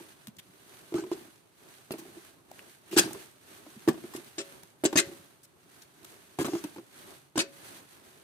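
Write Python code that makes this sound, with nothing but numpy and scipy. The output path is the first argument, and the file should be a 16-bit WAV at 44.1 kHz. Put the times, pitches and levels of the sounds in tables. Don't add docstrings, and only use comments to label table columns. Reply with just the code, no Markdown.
import sys
import numpy as np
from scipy import signal
from scipy.fft import rfft, irfft, next_fast_len
from scipy.io import wavfile
from scipy.ndimage import map_coordinates

SR = 44100
rng = np.random.default_rng(int(sys.argv[2]) if len(sys.argv) > 2 else 0)


def store_pcm(level_fs):
    pcm = np.round(np.clip(level_fs, -1, 1) * 32767).astype(np.int16)
    wavfile.write(sys.argv[1], SR, np.atleast_2d(pcm).T)


N = 362943

# f/Hz, correlation
COHERENCE = [(60, 0.015), (180, 0.69), (550, 0.25), (1650, -0.15), (4970, 0.098), (15000, -0.35)]


def amp(db):
    return 10 ** (np.asarray(db) / 20)


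def unit_rms(x):
    return x / np.sqrt(np.mean(x ** 2) + 1e-20)


def unit_energy(x):
    return x / np.linalg.norm(x, axis=-1, keepdims=True)


def along(points, hz):
    f, v = np.transpose(points)
    return np.interp(np.log(hz + 1), np.log(f + 1), v)


def filtered(x, response):
    n = x.shape[-1]
    m = next_fast_len(n + 8192)
    return irfft(rfft(x, m) * response(np.fft.rfftfreq(m, 1 / SR)), m)[..., :n]


def add(track, at_s, sound):
    part = track[..., max(round(at_s * SR), 0):][..., :sound.shape[-1]]
    part += sound[..., :part.shape[-1]]


def wobble(rate_hz):
    knots = rng.standard_normal(int(N * rate_hz / SR) + 4)
    return map_coordinates(knots, [np.arange(N) * rate_hz / SR])


def noise(gain, coherence, size):
    def mid_side(f):
        angle = np.arccos(np.clip(along(coherence, f), -1, 1)) / 2
        return gain(f) * np.array([np.cos(angle), np.sin(angle)])
    mid, side = filtered(rng.standard_normal((2, size)), mid_side)
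    return unit_rms(np.array([mid + side, mid - side]))


def pan(left_right_db):
    return amp([[left_right_db / 2], [-left_right_db / 2]])


def sleeve():
    strokes = [(0, -55.5, 0.47), (0.79, -56.5, 0.66), (1.184, -55.5, 0.33), (1.73, -57.5, 0.33),
               (2.11, -54.5, 0.45), (2.63, -56, 0.28), (3.092, -47, 0.34), (3.558, -53.5, 0.28),
               (3.95, -54.5, 0.59), (4.2, -51.5, 0.2), (4.494, -54, 0.37), (5.07, -52, 0.4),
               (5.779, -58, 0.29), (6.119, -55, 0.29), (6.594, -53.5, 0.52), (6.99, -52.5, 0.11),
               (7.089, -52.5, 0.24), (7.673, -49.5, 0.32), (8.05, -57.5, 0.56)]
    cloth_spectrum = [(290, -47.5), (500, -35.5), (676, -7.5), (1250, -5.5), (1600, 0), (1900, -3.5),
                      (4570, -6), (4980, -10.5), (6640, -7), (7130, -12.5), (8360, -5.5), (12100, -11),
                      (15500, -13.5)]
    rumble_spectrum = [(18, -94), (30, -22.5), (86, -2.5), (135, -3), (200, -1.5), (392, 4.5), (485, -5.5),
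                       (590, -2), (779, -6), (874, -6.5), (1290, -7.5), (1500, -15.5), (1950, -32.5),
                       (3300, -120)]
    hiss_db, rumble_db, rumble_floor_db = -70, -4.5, -65.5
    t = np.arange(N) / SR
    motion = np.sqrt(sum((amp(db) * np.exp(-np.abs(2 * (t - at_s) / length_s) ** 1.68)) ** 2
                         for at_s, db, length_s in strokes))
    swish = np.hypot(motion, amp(hiss_db)) * amp(0.98 * wobble(150) + 1.4 * wobble(18))
    swish = swish * noise(lambda f: amp(along(cloth_spectrum, f)), COHERENCE, N)
    swish *= np.hypot(1, crumbs()) * pan(-3)
    rumble = np.hypot(amp(rumble_db) * motion, amp(rumble_floor_db)) * amp(1.6 * wobble(25))
    return swish + rumble * noise(lambda f: amp(along(rumble_spectrum, f)), COHERENCE, N)


def crumbs():
    rate_hz, level_db, spread_db, decay_s = 10, 10, 1.5, 0.00065
    hits = (rng.random(N) < rate_hz / SR) * amp(level_db + spread_db * rng.uniform(-1.2, 1, N))
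    return signal.lfilter([1], [1, -np.exp(-1 / (decay_s * SR))], hits)


def air():
    spectrum = [(18, -69), (30, -43), (105, -3.5), (140, 2.5), (197, -10), (219, -23), (518, -18),
                (591, -21), (767, -16), (1910, -22.5), (15500, -48.5)]
    return amp(-70.5) * noise(lambda f: amp(along(spectrum, f)), COHERENCE, N)


def rocking():
    settlings = [(.002, .02, -44.5), (1.063, .02, -44), (1.143, 0.14, -44), (1.984, 0.11, -44),
                 (3.008, 0.14, -31.5), (3.911, 0.096, -38.5), (6.782, 0.013, -39), (7.413, .02, -36.5)]
    period_s, jitter_share, fade_db_per_s = 0.034, 0.067, 83
    ring_s, slap_db, flesh_db = 0.0099, -4, 9
    touches = []
    for at_s, length_s, first_db in settlings:
        for k, (late, detune, patch) in enumerate(rng.standard_normal((8, 3))):
            if k * period_s < length_s:
                after_s = period_s * (k + min(k, 1) * jitter_share * late)
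                db = first_db - fade_db_per_s * after_s
                hz, skin_hz = 344.6 * (1 + 0.066 * detune), 750 * np.exp(0.2 * patch)
                touches.append((at_s + after_s, db, hz, ring_s, slap_db, skin_hz, flesh_db))
    return touches


def knocks():
    # t/s, level/dB, f/Hz, ring/s, relative slap/dB, skin f/Hz, relative flesh/dB
    landings = [(.922, -28, 347, 0.0053, -16, 680, 0), (0.94, -21.5, 342, 0.0083, -12, 646, 5),
                (.954, -29, 333, 0.011, -14.5, 810, -9), (.982, -27.5, 334, .0096, -9.5, 820, 2),
                (1.021, -34, 330, 0.008, -16, 684, 0), (1.037, -38, 370, 0.013, -3.5, 1000, 0),
                (1.115, -20.5, 347, 0.0066, -16, 1017, -14), (1.907, -34.5, 375, 0.01, 1, 646, -8),
                (1.937, -35, 322, 0.0066, -3.5, 620, -4), (1.955, -40, 310, 0.0056, -14, 650, -3),
                (2.167, -43, 338, .01, -16, 623, -1), (2.928, -28.5, 361, 0.0078, -9.5, 650, -1.5),
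                (2.966, -10, 338, 0.0051, -16, 770, -0.5), (2.988, -18.5, 340, 0.0066, -11.5, 790, -2),
                (3.051, -27, 329, 0.0083, -20.5, 660, 5), (3.147, -40, 388, 0.011, -2, 1015, 3),
                (3.664, -49.5, 312, 0.013, 0.5, 600, -5), (3.876, -11, 333, 0.0057, -16, 620, -5),
                (3.885, -13, 325, 0.0045, -11.5, 1144, 0), (4.037, -35.5, 353, 0.0085, -11, 675, 13),
                (4.149, -25.5, 308, 0.0032, -16, 624, 3), (4.173, -41, 346, 0.011, -13, 1140, 7),
                (4.381, -29.5, 339, 0.0062, -10.5, 630, 4), (4.401, -39.5, 330, 0.0074, -7, 630, -2),
                (4.837, -19.5, 349, 0.0058, -6, 620, 5), (4.85, -15.5, 327, .0068, -10.5, 647, -9),
                (4.928, -23.5, 335, 0.0051, -6.5, 796, 3), (4.956, -19.5, 301, 0.0058, -6.5, 625, 2.5),
                (4.978, -29, 337.7, 0.012, -19, 666, 10), (5.012, -38, 346, 0.016, -8, 644, -3),
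                (5.083, -43, 372, 0.0094, -6, 755, 14), (5.114, -43.5, 340, 0.013, -9, 800, -4),
                (6.387, -22, 354, 0.0055, -6, 720, -1), (6.397, -18.5, 313, 0.0046, -14.5, 570, -2),
                (6.412, -23.5, 317, 0.0082, -9, 1040, 3), (6.445, -27.5, 333, 0.007, -1, 1114, 11),
                (6.452, -35, 340, 0.0038, 1.5, 1260, 3), (6.472, -32, 328.4, 0.0099, -6.5, 1150, -10),
                (6.483, -24, 332, 0.0067, -11, 732, -8), (6.52, -34, 343, 0.0053, -15, 700, 0),
                (6.533, -21.5, 322, 0.0084, -14, 724, -6), (6.551, -29.5, 335, .012, -6.5, 650, -1),
                (6.639, -29.5, 300, 0.0091, -5, 930, 10), (6.761, -41, 312, 0.0088, -3.5, 870, -3),
                (7.356, -27.5, 329, 0.0099, -10.5, 900, 0), (7.375, -21, 314, 0.0063, -4, 1064, 2),
                (7.388, -31.5, 323, 0.012, -1.5, 664, 2)]
    cavity_modes = [(1, 1.5, 1.724), (1.19, -16, 3.57), (1.951, -33, .27)]
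    flesh_modes = [(.48, -18.5, 1.3), (.66, -13, 1.2)]
    skin_modes = [(1, 3), (1.65, -20)]
    skin_loss = [(600, -1), (1200, -3.5)]
    slap_spectrum = [(40, -29), (85, -17.5), (150, 4), (240, 5.5), (450, -2.5), (700, -2.5), (1150, -7),
                     (1700, -12.5), (3000, -16), (8000, -25), (15000, -29)]
    cavity_db, crack_t60_s, puff_t60_s = 5, 0.014, 0.094
    out, t = np.zeros((2, N)), np.arange(SR // 6) / SR

    def notes(modes, hz, ring_s):
        return sum(amp(db) * np.sin(2 * np.pi * hz * ratio * t) * np.exp(-(t / (ring_s * share)) ** 1.65)
                   for ratio, db, share in modes)

    for at_s, db, hz, ring_s, slap_db, skin_hz, flesh_db in landings + rocking():
        hollow = notes(cavity_modes, hz, ring_s) * (1 - np.exp(-t / 0.006))
        thud = amp(flesh_db) * notes(flesh_modes, hz, ring_s) * (1 - np.exp(-t / 0.0092))
        skin = sum(amp(level) * np.sin(2 * np.pi * skin_hz * ratio * t) for ratio, level in skin_modes)
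        skin *= amp(along(skin_loss, skin_hz) - 60 * t / 0.042)
        burst = noise(lambda f: amp(along(slap_spectrum, f)), [(400, 0.95), (1500, 0.14)], len(t))
        burst *= amp(-1.5 - 60 * t / puff_t60_s) + amp(-0.5 - 60 * t / crack_t60_s)
        slap = (skin + burst) * (1 - np.exp(-t / 0.00083))
        add(out, at_s, amp(db) * (amp(cavity_db) * (hollow + thud) + amp(slap_db) * slap))
    return out


def resonance(f, hz, half_width_share=0.12):
    return 1 / (1 + ((f - hz) / (half_width_share * hz)) ** 2)


def ticks():
    contacts = [(.271, -40, 3400, 3, 0.0012), (0.282, -46, 3370, -1, .001), (0.366, -57, 7000, -3, .005),
                (0.385, -49, 3400, -11, 0.015), (1.982, -50, 6130, 10, 0.021), (2.514, -44, 750, -28, .003),
                (2.592, -43, 2760, -22, 0.0011), (2.912, -48, 2780, -10, .04),
                (3.131, -37.5, 10400, -13, 0.0018), (3.931, -50, 8000, -8, .001),
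                (4.136, -43.5, 1190, -23, .0035), (4.632, -48.5, 730, -21.5, .004),
                (5.431, -57.5, 8600, 0, 0.024), (5.819, -51.5, 6100, -8, 0.0055),
                (6.045, -47.5, 1370, -1, 0.007)]
    t60_s, tail_db, tail_t60_s = 0.009, -10, 0.06
    out, t = np.zeros((2, N)), np.arange(SR // 8) / SR
    for at_s, db, hz, snap_db, contact_s in contacts:
        peaks = lambda f: resonance(f, hz) + amp(-5) * resonance(f, 0.66 * hz)
        colour = lambda f: (amp(snap_db) + peaks(f)) * f / (f + 400)
        tick = noise(colour, [(400, 1.0), (3000, 0.13)], len(t))
        free_s = np.maximum(t - contact_s, 0)
        decay = amp(-60 * free_s / t60_s) + amp(tail_db - 60 * free_s / tail_t60_s)
        add(out, at_s, amp(db) * tick * (1 - np.exp(-t / 0.00035)) * decay)
    return out


def bumps():
    thuds = [(.277, -31.5, 215), (.375, -43, 169), (.485, -47, 170), (0.943, -24.5, 148.5),
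             (.958, -34.5, 125), (.982, -32, 195), (2.912, -32, 332), (2.962, -23.5, 185),
             (2.986, -26, 194), (3.05, -33, 212), (3.764, -34, 218), (3.886, -17, 236), (4.631, -46, 166),
             (4.836, -27.5, 150), (4.955, -21.5, 172), (5.07, -34.5, 141), (5.194, -44.5, 177),
             (6.39, -22.5, 142), (6.445, -30, 161), (7.373, -40, 144)]
    rise_s, decay_s = 0.0066, 0.013
    out, t = np.zeros((2, N)), np.arange(SR // 8) / SR
    envelope = (1 - np.exp(-t / rise_s)) * np.exp(-(t / decay_s) ** 1.5)
    for at_s, db, hz in thuds:
        thud = np.sin(2 * np.pi * hz * t) + amp(-6) * np.sin(2 * np.pi * 0.67 * hz * t)
        add(out, at_s, amp(db) * thud * envelope)
    return out


def grates():
    # t/s, length/s, level/dB, treble/dB, left-right/dB, rubbed spot f/Hz, relative spot/dB
    scrapes = [(0.95, 0.021, -45, 0, -3, 1250, 0), (0.97, 0.038, -47.5, 1, -1, 1520, -1.5),
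               (1.008, .022, -52, -10, -3, 1590, 1), (1.122, .012, -45.5, -12, -4, 1490, -6),
               (1.917, 0.0064, -38.5, 15, -2, 4440, -8.5), (2.919, 0.036, -45, 0, -5.5, 6740, -8.5),
               (2.962, 0.0095, -31.5, -9.5, 5.5, 1560, -2), (2.972, 0.012, -18.5, 3, 2, 1597, -4),
               (2.984, 0.0035, -16, 7, -5, 4730, -9), (2.991, 0.0042, -12.5, 7, 2, 6300, -2),
               (3.001, 0.034, -36, 3, -3, 1650, -10), (3.027, 0.036, -43, 4, 1.5, 1630, -7.5),
               (3.882, 0.0081, -31.5, 10, 3, 1710, -1.5), (4.136, 0.017, -48.5, 9, 2, 1870, -7),
               (4.16, 0.0063, -41.5, 8, 0, 4040, -7), (4.381, .011, -32.5, -28, 1, 1810, -10),
               (4.394, 0.023, -40.5, -19, 0.5, 1810, -5.5), (4.842, 0.0027, -28.5, 15.5, 2, 8900, 4.5),
               (4.851, 0.011, -24, -9, 1.5, 7800, -6), (4.926, .0016, -46, 8.5, 7, 6600, -13.5),
               (4.955, 0.014, -29.5, -13, 6, 1750, -5), (4.97, 0.018, -17, -2, 1.5, 2040, -9),
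               (4.989, 0.012, -21.5, -3.5, .5, 2060, -8), (6.386, 0.045, -38, 9, 2.5, 1670, -1.5),
               (6.448, 0.019, -38.5, 10, 3, 1480, -5), (6.466, 0.13, -50.5, 5, 2, 1180, -10),
               (6.639, 0.0012, -38.5, 13, 4, 1510, -15), (7.357, .014, -43, -23, -6, 1550, -10),
               (7.377, 0.0031, -25, 2, 6, 8800, -2), (7.387, .018, -24.5, -7, 0, 3530, -19),
               (7.407, 0.014, -32.5, -1, -3, 1800, -5)]
    wall_modes = [(1590, -1), (1690, 1.5), (2040, -9), (2525, 3.5), (2670, 5.5), (4025, -1.5), (4500, -1.5),
                  (4980, 0.5), (5350, -0.5), (6170, -6), (7270, -14), (7800, -5), (8330, 1), (9055, -8)]
    slip_spectrum = [(100, -13), (170, -20), (300, 1), (620, -4.5), (950, -9), (1650, 3), (2200, -5.5),
                     (2600, 1.5), (4000, 1), (6000, 0.5), (8500, -0.5), (11000, -9), (15500, -17.5)]
    wall_db, wall_t60_s, spot_t60_cycles = -10.5, 0.096, 35
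    rise_share, clump_db, clump_rate_hz = 0.063, -1, 810
    out, t = np.zeros((2, N)), np.arange(SR // 7) / SR
    clumps = unit_rms(amp(clump_db * wobble(clump_rate_hz)))
    mode = lambda hz, t60_s: np.sin(2 * np.pi * (hz * t + rng.random((2, 1)))) * amp(-60 * t / t60_s)
    for at_s, length_s, db, treble_db, pan_db, spot_hz, spot_db in scrapes:
        stroke = 1 - np.exp(-t / (rise_share * length_s))
        stroke *= amp(-60 * np.maximum(t - length_s, 0) / 0.027)
        slips = rng.laplace(size=len(t)) / np.sqrt(2) * stroke * clumps[round(at_s * SR):][:len(t)]
        colour = lambda f: amp(along(slip_spectrum, f) + along([(8500, 0), (11000, treble_db)], f))
        tail = unit_energy(filtered(rng.standard_normal((2, len(t))) * amp(-60 * t / 0.076), colour))
        click = unit_energy(bucket_echoes(colour, len(t)))
        wall = unit_energy(sum(amp(level) * mode(hz, wall_t60_s) for hz, level in wall_modes))
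        spot = unit_energy(mode(spot_hz, spot_t60_cycles / spot_hz))
        metal = unit_energy(click + amp(-7.5) * tail + amp(wall_db) * wall + amp(spot_db) * spot)
        add(out, at_s, amp(db) * signal.fftconvolve(slips[None], metal, axes=1) * pan(pan_db))
    return out


def bucket_echoes(colour, size):
    max_delay_s, step_hz, ripple_db = 0.002, 398.5, 4
    f = np.fft.rfftfreq(2 * size, 1 / SR)
    smooth = lambda knots: np.array([np.interp(f / step_hz, np.arange(len(k)), k) for k in knots])
    delay_s = max_delay_s * smooth(rng.random((2, 80)))
    gain = colour(f) * amp(ripple_db * smooth(rng.standard_normal((2, 80))))
    return irfft(gain * np.exp(-2j * np.pi * np.cumsum(delay_s, axis=1) * f[1]))[:, :size]


def hums():
    jolts = [(4.385, -45.5), (4.845, -41), (4.966, -37.5), (7.378, -39.5)]
    modes = [(399.2, 13, 0.13), (547, -10, 0.34), (557, -0.5, 0.5), (654, -4.5, 0.29), (1107, -2, 0.092),
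             (1450, -13.5, .14), (2100, -11, .15), (4000, -10, .2), (5900, -11, .18)]
    out, t = np.zeros(N), np.arange(SR) / SR
    for at_s, db in jolts:
        ring = sum(amp(level - 60 * t / t60_s) * np.sin(2 * np.pi * (hz * t + rng.random()))
                   for hz, level, t60_s in modes)
        add(out, at_s, amp(db) * ring * (1 - np.exp(-t / 0.0087)))
    return out


def greenhouse(x):
    decay_times = [(120, 1), (350, 0.32), (1500, 0.22), (6000, 0.24), (14000, 0.047)]
    hz, t, spectra = signal.stft(rng.standard_normal((2, SR // 2)), SR, nperseg=256)
    tail = signal.istft(spectra * amp(-60 * t / along(decay_times, hz)[:, None]), SR, nperseg=256)[1]
    tail *= 1 - np.exp(-np.arange(tail.shape[1]) / SR / 0.0021)
    wet = signal.fftconvolve(x, tail / np.linalg.norm(tail[0]), axes=1)[:, :N]
    return filtered(wet, lambda f: amp(along([(150, -28.5), (350, -20), (1500, -15), (8000, -23)], f)))


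def scene():
    left_lead_s, bass_cut_hz = 0.00013, 60
    radiation = lambda f: (1j * f / (1j * f + bass_cut_hz)) ** 2
    arrival = lambda f: np.exp(1j * np.pi * f * left_lead_s * np.array([[1], [-1]]))
    contacts = knocks() + grates() + hums() + ticks() + bumps()
    near = filtered(contacts, lambda f: radiation(f) * arrival(f))
    return near + greenhouse(near) + sleeve() + air()


def record(dry):
    port_balance = [(100, 0), (350, -2), (1000, 0), (4000, 1), (8300, 7), (10500, -7), (12500, -8),
                    (15500, 2)]
    ceiling, top_hz = 0.75, 15400
    x = filtered(dry, lambda f: amp(along(port_balance, f) * np.array([[0.5], [-0.5]])))
    x = x / (1 + (x / ceiling) ** 4) ** 0.25
    return filtered(x, lambda f: 1 / np.sqrt(1 + (f / top_hz) ** 160))


dry = scene()
out = record(dry)
store_pcm(out)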